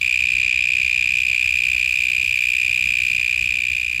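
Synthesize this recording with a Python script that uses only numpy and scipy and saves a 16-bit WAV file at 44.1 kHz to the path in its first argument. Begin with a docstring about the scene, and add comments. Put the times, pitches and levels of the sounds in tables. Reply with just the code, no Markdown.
"""An insect, probably a mole cricket, trills loudly from its burrow in a lawn, close by.
About 62 times a second its wings close and a scraper runs over a file: a short ringing tone
with a snap and a rasp. The wings brush faintly as they reopen. The trill fades a little near
the end. Grass and surroundings scatter it; a low outdoor rumble lies underneath."""
import sys
import numpy as np
from scipy import signal
from scipy.fft import rfft, irfft
from scipy.io import wavfile

SR = 44100
rng = np.random.default_rng(int(sys.argv[2]) if len(sys.argv) > 2 else 0)


def int16_out(signal):
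    """Quantize to a 16-bit WAV file."""
    q = np.round(np.clip(np.atleast_2d(signal).T, -1, 1) * 32767)
    wavfile.write(sys.argv[1], SR, q.astype(np.int16))


N = 176400
TIME = np.arange(N) / SR

# Outdoor rumble. Each row: frequency in Hz, relative density in dB.
RUMBLE_SPECTRUM = [(20, -32), (35, -24), (50, -6.5), (68, -2.5), (85, -7), (120, -9), (170, -17.5),
                   (280, -24.5), (400, -32.5), (600, -43), (1200, -39.5), (4000, -32), (16000, -61)]
# Reopening wings. Each row: frequency in Hz, relative density in dB.
BRUSH_SPECTRUM = [(900, -36), (1800, -9.5), (2700, -1), (3500, -7.5), (4600, -8.5), (6500, -17.5),
                  (9500, -22), (14000, -18.5), (16000, -29)]
# Scraper on the file. Each row: frequency in Hz, relative density in dB.
RASP_SPECTRUM = [(700, -50), (1300, -40), (1800, -25), (2700, 1), (3600, 4.5), (4300, -4), (5500, -13.5),
                 (6700, -7), (7900, -16.5), (9000, -20.5), (11500, -20.5), (15500, -26.5)]
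# Wing beat. Each row: time in seconds, strokes per second.
BEAT_HZ = [(0.0, 62.02), (0.35, 62.44), (0.82, 62.53), (0.91, 60.85), (1.0, 62.37), (1.55, 62.15),
           (1.8, 62.52), (2.1, 62.3), (2.9, 61.99), (3.35, 61.14), (3.6, 62.2), (3.8, 60.79), (4.0, 61.67)]
# Wing overtones. Each row: multiple, level at stroke start in dB, level at stroke end in dB.
WING_OVERTONES = [(2, -15, -34), (3, -26.5, -19), (4, -48, -29.5), (5, -53, -34), (6, -54, -40)]
# Treble of the trill. Each row: time in seconds, gain in dB.
TREBLE_GAIN_DB = [(0, 2), (.5, -5), (1.1, -0.5), (1.7, 2.5), (2.6, 4), (3.1, 3), (3.6, 1.5), (4, 3.5)]
# Whole trill. Each row: time in seconds, gain in dB.
TRILL_GAIN_DB = [(0, -11), (1.2, -11), (2, -11.5), (3.1, -11.5), (3.5, -12.5), (3.8, -14), (4, -15.5)]

ATTACK_S, HOLD_S, RELEASE_S, SAG_DB = 0.0013, 0.0052, 0.0043, -1.02
JITTER_S, HOLD_SPREAD_S, GAIN_SPREAD_DB = 0.00036, 0.00036, -0.02
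TONE_HZ, TONE_SPREAD_HZ = 2422.5, 12
CATCH_HZ, CATCH_S, LIFT_HZ, LIFT_S = 760, 0.00038, 344, 0.0032
WOBBLE_HZ, WOBBLE_DB, WOBBLE_S = 35.8, -0.6629, 0.0013
RASP_DB, SNAP_DB, BRUSH_DB, RUB_DB = -22.5, -21.5, -31, -37  # relative to the tone's peak
SNAP_S, BRUSH_LEAD_S, BRUSH_WIDTH_S, BRUSH_SPREAD_DB = 0.0011, 0.0021, 0.00087, 4.5


def amp(db):
    """Decibels to gain."""
    return 10 ** (np.asarray(db) / 20)


def unit(x):
    """Scale to rms 1."""
    return x / np.sqrt(np.mean(x ** 2) + 1e-20)


def curve(points):
    """Linear interpolation of (seconds, value) points."""
    return np.interp(TIME, *np.transpose(points))


def ease(u):
    """Smooth step from 0 to 1."""
    return np.sin(np.pi / 2 * np.clip(u, 0, 1)) ** 2


def add(mix, start_s, sound):
    """Mix a sound in at start_s."""
    part = mix[max(round(start_s * SR), 0):][:len(sound)]
    part += sound[:len(part)]


def noise(spectrum):
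    """Noise of rms 1, shaped by (Hz, dB) points."""
    hz, db = np.transpose(spectrum)
    bins_hz = np.fft.rfftfreq(N, 1 / SR)
    gain = amp(np.interp(np.log(bins_hz + 1), np.log(hz), db))
    return unit(irfft(rfft(rng.standard_normal(N)) * gain, N))


def drift(span_s):
    """Smooth random signal of rms 1, changing over span_s."""
    bins_hz = np.fft.rfftfreq(N, 1 / SR)
    return unit(irfft(rfft(rng.standard_normal(N)) * np.exp(-(bins_hz * span_s) ** 2), N))


def background(rumble_db=-44, swell_db=2.1, hum_hz=69.1, hum_width_hz=3.4, hum_db=-49):
    """Low outdoor rumble with a wavering hum."""
    waver = drift(1 / hum_width_hz) + 1j * drift(1 / hum_width_hz)
    hum = (waver * np.exp(2j * np.pi * hum_hz * TIME)).real
    rumble = noise(RUMBLE_SPECTRUM) * amp(rumble_db + swell_db * drift(span_s=0.18))
    return rumble + amp(hum_db) * unit(hum)


def grass_scatter(source, relative_db=-25, t60_s=0.095):
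    """Short, weak reflections from grass and surroundings."""
    t = TIME[:SR // 4]
    tail = rng.standard_normal(len(t)) * amp(-60 * t / t60_s)
    return amp(relative_db) * np.std(source) * unit(signal.fftconvolve(source, tail)[:N])


def stroke_starts_s(offset_turns=0.775):
    """Near-steady wing beat; the scraper catches a little early or late."""
    turns = np.cumsum(curve(BEAT_HZ)) / SR - offset_turns
    starts_s = TIME[1:][np.diff(np.floor(turns)) > 0]
    return starts_s + JITTER_S * rng.standard_normal(len(starts_s))


def wing_ring(t, hold_s, grip, base_hz):
    """One stroke's tone: starts sharp as the scraper catches, rises again as the wings let go."""
    catch_hz = CATCH_HZ * np.exp(-t / CATCH_S)
    lift_hz = LIFT_HZ * ease((t - hold_s + RELEASE_S / 10) / LIFT_S)
    phase = 2 * np.pi * np.cumsum(base_hz + catch_hz + lift_hz) / SR
    progress = np.minimum(t / (hold_s + RELEASE_S / 2), 1)
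    overtones = sum(amp(start_db + (end_db - start_db) * progress) * np.sin(round(k) * phase)
                    for k, start_db, end_db in WING_OVERTONES)
    return grip * amp(SAG_DB * progress) * (np.sin(phase) + grip * overtones)


def cricket(treble_hz=9900):
    """Each stroke rings the wings and rasps the file after a soft brush; faint rubbing runs throughout."""
    tone, rasp_env, brush_env = np.zeros((3, N))
    t = np.arange(SR // 64) / SR
    puff = np.exp(-0.5 * ((t - t.mean()) / BRUSH_WIDTH_S) ** 2)
    starts_s = stroke_starts_s()
    wobble_hz, wobble_db = WOBBLE_HZ * drift(WOBBLE_S), WOBBLE_DB * drift(WOBBLE_S)
    for start_s in starts_s:
        long, loud, sharp, brush_loud, brush_late = rng.standard_normal(5)
        span = (round(start_s * SR) + np.arange(len(t))) % N
        hold_s = HOLD_S + HOLD_SPREAD_S * long
        grip = ease(t / ATTACK_S) * (1 - ease((t - hold_s) / RELEASE_S))
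        base_hz = TONE_HZ + TONE_SPREAD_HZ * sharp + wobble_hz[span]
        gain = amp(GAIN_SPREAD_DB * loud + wobble_db[span])
        add(tone, start_s, gain * wing_ring(t, hold_s, grip, base_hz))
        add(rasp_env, start_s, amp(RASP_DB) * grip + amp(SNAP_DB) * np.exp(-t / SNAP_S))
        brush_peak_s = start_s - BRUSH_LEAD_S + JITTER_S * brush_late
        add(brush_env, brush_peak_s - t.mean(), amp(BRUSH_DB + BRUSH_SPREAD_DB * brush_loud) * puff)
    rasp = rasp_env * noise(RASP_SPECTRUM)
    brush = (brush_env + amp(RUB_DB)) * noise(BRUSH_SPECTRUM)
    trill = tone + rasp + brush
    treble = signal.sosfiltfilt(signal.butter(2, treble_hz, "high", fs=SR, output="sos"), trill)
    trill += (amp(curve(TREBLE_GAIN_DB)) - 1) * treble
    return trill * amp(curve(TRILL_GAIN_DB))


def scene():
    """Cricket, reflections and background, in mono."""
    trill = cricket()
    return (trill + grass_scatter(trill) + background())[None]


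def record(dry):
    """Steep low-pass."""
    cutoff_hz = 15950
    taps = signal.firwin(511, cutoff_hz, window=("kaiser", 9), fs=SR)
    return signal.oaconvolve(dry, taps[None], "same")


dry = scene()
out = record(dry)
int16_out(out)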